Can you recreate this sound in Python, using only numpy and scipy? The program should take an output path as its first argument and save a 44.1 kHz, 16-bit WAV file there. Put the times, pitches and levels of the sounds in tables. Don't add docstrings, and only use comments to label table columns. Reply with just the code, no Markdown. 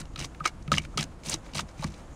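import sys
import numpy as np
from scipy import signal
from scipy.fft import rfft, irfft, next_fast_len
from scipy.io import wavfile
from scipy.ndimage import uniform_filter1d, map_coordinates

SR = 44100
rng = np.random.default_rng(int(sys.argv[2]) if len(sys.argv) > 2 else 0)


def master_out(mix):
    frames = np.transpose(np.atleast_2d(mix))
    ceiling = np.clip(frames, -1, 1)
    pcm = np.round(ceiling * 32767).astype(np.int16)
    wavfile.write(sys.argv[1], SR, pcm)


def convert_level_to_amplitude(level_db):
    exponent = np.asarray(level_db, float) / 20
    return 10 ** exponent


N = 94815


def unit(x):
    return x / np.sqrt(np.mean(x ** 2) + 1e-20)


def along(points, hz):
    f, v = np.transpose(points)
    return np.interp(np.log(hz + 1), np.log(f + 1), v)


def filtered(x, response):
    m = next_fast_len(x.shape[-1] + 4096)
    return irfft(rfft(x, m) * response(np.fft.rfftfreq(m, 1 / SR)), m)[..., :x.shape[-1]]


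def peak(f, hz, width_hz):
    return 1j * f * width_hz / (hz * hz - f * f + 1j * f * width_hz)


def wobble(rate_hz, size):
    knots = rng.standard_normal(int(size / SR * 2000) + 4)
    return map_coordinates(knots, [np.arange(size) * min(rate_hz, 1900) / SR])


def add(track, start_s, piece):
    part = track[max(round(start_s * SR), 0):][:len(piece)]
    part += piece[:len(part)]


def grit(length_s, rise_s, fall_s, octaves, spiky_db, clump_db, q, spread_oct):
    t = np.arange(SR // 4) / SR
    lumps = np.array([wobble(232, len(t)), wobble(211, len(t))])
    level_db = spiky_db * rng.standard_normal(lumps.shape) + clump_db * lumps
    clicks = rng.standard_normal(lumps.shape) * convert_level_to_amplitude(level_db)
    hz = 1000 * 2 ** np.clip(octaves + np.array([[-spread_oct], [spread_oct]]), -1.6, 3.1)
    rise = np.clip(t / rise_s, 0, 1) ** 1.4
    shape = rise * np.exp(-np.clip(t - length_s, 0, None) / fall_s)
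    burst = filtered(clicks * shape, lambda f: peak(f, hz, hz / q) ** 2 + 0.23).sum(0)
    return burst / np.sqrt(np.sum(burst ** 2) / np.sum(shape ** 2))


# frequency in Hz, width in Hz, level in dB.
BLADE = [(2279, 90, 0), (2830, 90, -2), (3960, 150, -2), (4860, 200, -4), (6073, 480, -1)]
# frequency in Hz, gain in dB.
SCRAPE = [(200, -11), (600, 7), (1200, 3), (3000, -6.5), (9500, -9.5), (11000, -18), (15000, -23)]


def through_blade(x):
    def response(f):
        modes = sum(convert_level_to_amplitude(db) * peak(f, hz, width_hz) for hz, width_hz, db in BLADE)
        return convert_level_to_amplitude(along(SCRAPE, f)) * (1.375 + modes)
    return filtered(x, response)


# start in seconds, rise in seconds, length in seconds, level in dB,
# brightness in octaves over 1 kHz.
STROKES = [(0, 0.001, 0.0073, -37.5, 2.2), (.178, 0.013, 0.077, -39.5, 2.2),
           (0.436, 0.013, 0.046, -34.5, 1.66), (0.715, 0.0018, 0.078, -38, 1.72),
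           (0.811, 0.007, 0.045, -51, 2.03), (0.9722, 0.0012, 0.062, -34, 2.13),
           (1.232, 0.032, 0.12, -35.5, 2.36), (1.438, 0.0045, 0.13, -57, 1.66),
           (1.544, 0.0024, 0.067, -35.5, 2.2), (1.681, 0.0039, 0.029, -53, 1.67),
           (1.765, 0.018, 0.12, -49, 2.1), (1.899, 0.0061, 0.11, -56.5, 1.95)]


def strokes():
    x = np.zeros(N)
    for start_s, rise_s, length_s, db, octaves in STROKES:
        bed = grit(length_s, rise_s, 0.0072, octaves, spiky_db=5.5, clump_db=3.3, q=0.8, spread_oct=0.6)
        add(x, start_s, convert_level_to_amplitude(db) * bed)
    return through_blade(x)


def short_bursts(events):
    x = np.zeros(N)
    for start_s, db, octaves, ms in events:
        burst = grit(max(ms, 0.1) / 1000, 0.0007, 0.002, octaves,
                     spiky_db=4.4, clump_db=2.2, q=1.1, spread_oct=0.25)
        add(x, start_s, convert_level_to_amplitude(db - 9.5) * burst)
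    return through_blade(x)


# start in seconds, peak in dB, brightness in octaves over 1 kHz, length in ms.
SLIPS = [(0.0044, -24.5, 4.8, 0.95), (0.0137, -26, 2.1, 1.3), (0.0538, -35.5, 1.83, 1.2),
         (0.1356, -43, 2.1, 1.7), (0.159, -23, 1.72, 2.4), (0.1916, -20, 2.45, 2.1),
         (0.2011, -19.5, 2.4, 1.5), (0.2126, -21, 1.85, 1.7), (0.224, -25.5, 1.33, 1.8),
         (0.2434, -21, 2.04, 5.7), (0.3461, -38.5, 1.2, 4.7), (0.4, -40, 1.2, 6.2),
         (0.4537, -11, 1.73, 1.1), (0.4582, -12, 2.17, 3.2), (0.4743, -16.5, 2.2, 1.3),
         (0.4775, -23, 4.2, 1.8), (0.623, -41.5, 2.6, 4.7), (0.6774, -27, 1.4, 1),
         (0.7172, -8, 1.65, 1.4), (0.7297, -13.5, 2, 2.5), (0.7368, -15.5, 1.12, 4),
         (0.748, -23.5, 2, 7.5), (0.7638, -17.5, 2.45, 1.1), (0.7705, -24, 1.5, 5.9),
         (0.7816, -9.5, 2.36, 1.54), (0.819, -36, 2.6, 3.3), (0.837, -38, 1.5, 3.1),
         (0.85, -29, 1.54, 1.9),
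         (0.9739, -10, 2.34, 1.86), (0.9782, -11.5, 1.48, 1.7), (0.9879, -22.5, 1.58, 9),
           (1.0078, -19.5, 1.56, 2.5), (1.029, -17, 2.8, 1), (1.0388, -22, 2.6, 1.9), (1.2348, -31, 2, 1.5),
           (1.257, -26.5, 1.98, 6), (1.2864, -24, 2.26, 2.4), (1.2948, -15.5, 3.8, 5.3),
           (1.313, -19.5, 2.2, 7.6), (1.325, -18, 1.98, 8.6), (1.3383, -14.5, 2.48, 6.3),
           (1.462, -37.5, 1.33, 2), (1.5343, -29, 1.95, 3.6), (1.546, -33, 1.95, 6.5),
           (1.5512, -22, 2.13, 5), (1.5608, -22.5, 3.5, 3.7), (1.5703, -19.5, 2.2, 3.7),
           (1.5808, -15, 1.87, 2.2), (1.5915, -16.5, 1.87, 3.9), (1.6058, -28.5, 2.6, 4.3),
           (1.7928, -36, 2.4, 2.4), (1.823, -32.5, 1.8, 5.8), (1.8409, -22.5, 2.37, 2.5),
           (1.873, -37.5, 1.8, 4.5), (1.939, -36.5, 1.9, 4.6)]


def slips():
    return short_bursts(SLIPS)


# frequency in Hz, density in dB per Hz.
RUMBLE = [(12, -36), (20, -4), (49, -6), (119, -13), (145, -13.5), (230, -19), (340, -18.5), (400, -29.5),
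          (520, -80), (880, -120)]
AIR = [(240, -18), (500, -3), (1230, -9.5), (1700, -16), (4200, -25.5), (9500, -28.5), (12500, -43.5),
       (15500, -44)]


def outdoors():
    noise = rng.standard_normal((3, N))
    rumble = unit(filtered(noise[0], lambda f: convert_level_to_amplitude(along(RUMBLE, f))))
    rumble *= convert_level_to_amplitude(-45 + 1.5 * wobble(6.3, N))
    air = unit(filtered(noise[1], lambda f: convert_level_to_amplitude(along(AIR, f))))
    air *= convert_level_to_amplitude(-54 + 1.1 * wobble(9, N) + 0.9 * wobble(60, N))
    insects = unit(filtered(noise[2], lambda f: peak(f, 6700, 1500) ** 2))
    insects *= convert_level_to_amplitude(-71 + 3 * wobble(45, N) + 2.5 * wobble(7, N))
    return rumble + air + insects


def ringing(hits, modes, rise_s, spread_db, detune, hold_s=0):
    x, t = np.zeros(N), np.arange(SR // 2) / SR
    contact = 1 - np.exp(-(t / rise_s) ** 2)
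    for start_s, hit_db, lasts, *pitch in hits:
        ring = np.zeros(len(t))
        for hz, mode_db, t60_s in modes:
            level_luck, pitch_luck = rng.standard_normal(2)
            decay_db = 60 * np.clip(t - hold_s, 0, None) / (t60_s * max(lasts, 0.2))
            mode_hz = hz * np.prod(pitch) * (1 + detune * pitch_luck)
            ring += convert_level_to_amplitude(mode_db + spread_db * level_luck - decay_db) * np.sin(2 * np.pi * mode_hz * t)
        add(x, start_s, convert_level_to_amplitude(hit_db) * ring * contact)
    return x


# frequency in Hz, level in dB, t60 in seconds.
FRAME = [(62.2, -17.5, 1), (84.3, -6.5, 0.32), (154.1, -0.5, 0.23), (203.6, -5, 0.24), (342.4, -13, 0.22)]
# start in seconds, level in dB, ring length factor.
PUSHES = [(.005, -36, 1), (.21, -30, 0.55), (.722, -19, 0.72), (.79, -31, 0.66), (.985, -24, 0.72),
          (1.27, -30, 0.6), (1.33, -32.5, 0.47), (1.535, -32.5, 0.5), (1.555, -30, 0.92), (1.6, -36, 0.98),
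          (1.63, -25.5, 0.21), (1.846, -20, 0.34), (1.88, -34, 0.8)]


def pushes():
    return ringing(PUSHES, FRAME, rise_s=0.0024, spread_db=1.28, detune=0.029)


# frequency in Hz, level in dB, t60 in seconds.
TOP = [(1270, -1, 0.014), (1255, -23, 0.05), (1590, -14, 0.016)]
# start in seconds, peak in dB, ring length factor, pitch factor.
KNOCKS = [(0.0136, -43.5, 0.44, 1.1), (0.16, -43, 1.8, 1.03), (0.186, -46, 0.74, 0.99),
          (0.2443, -41, 0.88, 0.92), (0.4045, -30.5, 2, 0.98), (0.4555, -19.5, 1.16, 1.004),
          (0.4632, -35, 0.6, 0.86), (0.6797, -45.5, 1.1, 1.02), (0.7168, -15.5, 1.33, 1.008),
          (0.7721, -34, 0.54, 0.95), (0.94, -47.5, 0.82, 1), (0.9767, -27, 1.5, 1.001),
          (1.5912, -27, 0.34, 0.94)]


def knocks():
    return convert_level_to_amplitude(3) * ringing(KNOCKS, TOP, rise_s=0.0016, spread_db=0.72, detune=0, hold_s=0.005)


def damped_tones(events):
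    x, t = np.zeros(N), np.arange(SR // 5) / SR
    for start_s, db, hz, t60_s in events:
        contact = 1 - np.exp(-t * hz / 0.54)
        add(x, start_s, convert_level_to_amplitude(db - 60 * t / t60_s) * np.sin(2 * np.pi * hz * t) * contact)
    return x


# start in seconds, peak in dB, frequency in Hz, t60 in seconds.
SNAPS = [(.4746, -21, 5000, .004), (.7827, -9, 3000, .006), (.9752, -16, 5200, .004),
         (1.0282, -19, 4000, .005), (1.2857, -21, 5500, .004), (1.2959, -14, 6500, .003),
         (1.2978, -15, 7500, .004), (1.3418, -14, 5500, .003), (1.3438, -18, 6500, .004),
         (1.552, -22, 4200, .004), (1.5563, -22, 4000, .004), (1.607, -24, 3600, .005),
         (1.8424, -21, 4500, .004), (.1592, -27, 3800, .006), (.2137, -26, 5500, .004),
         (.2085, -30, 6000, .003)]


def snaps():
    return damped_tones(SNAPS)


# start in seconds, peak in dB, # brightness in
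# octaves over 1 kHz, length in ms.
MORE_SLIPS = [(0.176, -30.5, 1.74, 4), (.4655, -39, 2.3, 1.4), (.724, -17, 2.2, 2.3), (.7555, -29, 2, 3),
              (.984, -26.5, 2.7, 3), (.997, -21, 1.6, 5.3), (1.834, -29.5, 2, 4.6), (1.851, -43, 1.9, 6),
              (1.864, -37, 2.6, 5.6), (1.885, -40, 1.8, 2.3), (1.9, -43, 2.8, 8), (1.921, -39, 2.7, 3)]


def more_slips():
    return short_bursts(MORE_SLIPS)


# start in seconds, level in dB, ring length factor.
TOUCHES = [(.18, -34, 1), (.41, -32, 0.5), (.679, -26, 1), (.96, -26, 0.22), (1.795, -26.5, 0.41)]


def touches():
    return ringing(TOUCHES, FRAME[2:3], rise_s=0.0024, spread_db=0.072, detune=0.027)


# start in seconds, peak in dB, frequency in Hz, t60 in seconds.
PINGS = [(.4542, -18, 2330, 0.015), (.459, -18.5, 2280, 0.02), (.459, -34, 3950, 0.033),
         (.468, -23, 2190, .03), (0.474, -30, 2850, .03), (0.4783, -26.5, 2190, .03),
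         (.7405, -26.5, 3270, .02), (0.774, -23, 2900, .015), (.7826, -15, 2220, 0.014),
         (0.7813, -17, 2876, .016), (.798, -34, 2280, .025), (0.9774, -23.5, 3300, 0.021),
         (.989, -25.5, 3250, 0.035), (1.008, -28.5, 5380, .03), (1.028, -34, 1700, .015),
         (1.7935, -41, 2450, 0.027), (1.824, -39, 3840, .03), (0.251, -36, 276, 0.064),
         (0.456, -36, 337, 0.089), (0.759, -33.5, 273, 0.079), (1.04, -35.5, 264, 0.092),
         (1.34, -31, 320, 0.082)]


def pings():
    return damped_tones(PINGS)


# start in seconds, peak in dB,
# brightness in octaves over 1 kHz, length in ms.
FLANK = [(.455, -25.5, -0.12, 5.3), (.718, -18, -0.21, 2.5), (.976, -31.5, -0.21, 3),
         (1.338, -42.5, -1.25, 12), (1.551, -31.5, -0.24, 6.8), (1.592, -23.5, 0.12, 6.7),
         (1.824, -31.5, -0.52, 15.6), (1.84, -25.5, 0.54, 6.8)]


def flank_blows():
    return short_bursts(FLANK)


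def short_echo(work):
    t = np.arange(SR // 5) / SR
    tail = rng.standard_normal(len(t)) * convert_level_to_amplitude(-60 * t / 0.06)
    return convert_level_to_amplitude(-18) * signal.fftconvolve(work, tail / np.linalg.norm(tail))[:N]


# frequency in Hz, side over mid in dB.
PORTS = [(60, -80), (1000, -54.5), (4000, -39), (11300, -32), (12000, -13.5), (16000, -4)]


def two_ports(mid):
    z = signal.stft(mid, nperseg=256)[2]
    phase = np.pi + 1.3 * rng.standard_normal(z.shape)
    other = signal.istft(z * np.exp(1j * phase), nperseg=256)[1][:N]
    side = filtered(other, lambda f: convert_level_to_amplitude(along(PORTS, f) + 10.5))
    return np.array([mid + side, mid - side])


def scene():
    work = strokes() + slips() + knocks() + snaps() + pings() + flank_blows()
    table = pushes() + touches()
    return two_ports(work + short_echo(work) + outdoors() + table + more_slips())


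def roll_off(x):
    return signal.sosfilt(signal.butter(12, 15920, fs=SR, output="sos"), x)


def record(dry):
    hz, _, z = signal.stft(dry, SR, nperseg=1024)
    hz = hz[:, None]
    power = np.mean(abs(z) ** 2, axis=0)
    power = uniform_filter1d(uniform_filter1d(power, size=5, axis=0), size=2, axis=1)
    gate_hz, gate_db, gate_db_per_khz = 12000, -111, 3.3
    threshold = convert_level_to_amplitude(2 * (gate_db + gate_db_per_khz * (hz - gate_hz) / 1000))
    keep = (power > threshold) | (hz < gate_hz)
    band = np.clip((15900 - hz) / 200, 0, 1)
    x = signal.istft(z * keep * band, SR, nperseg=1024)[1][:, :N]
    return roll_off(x)


dry = scene()
out = record(dry)
master_out(out)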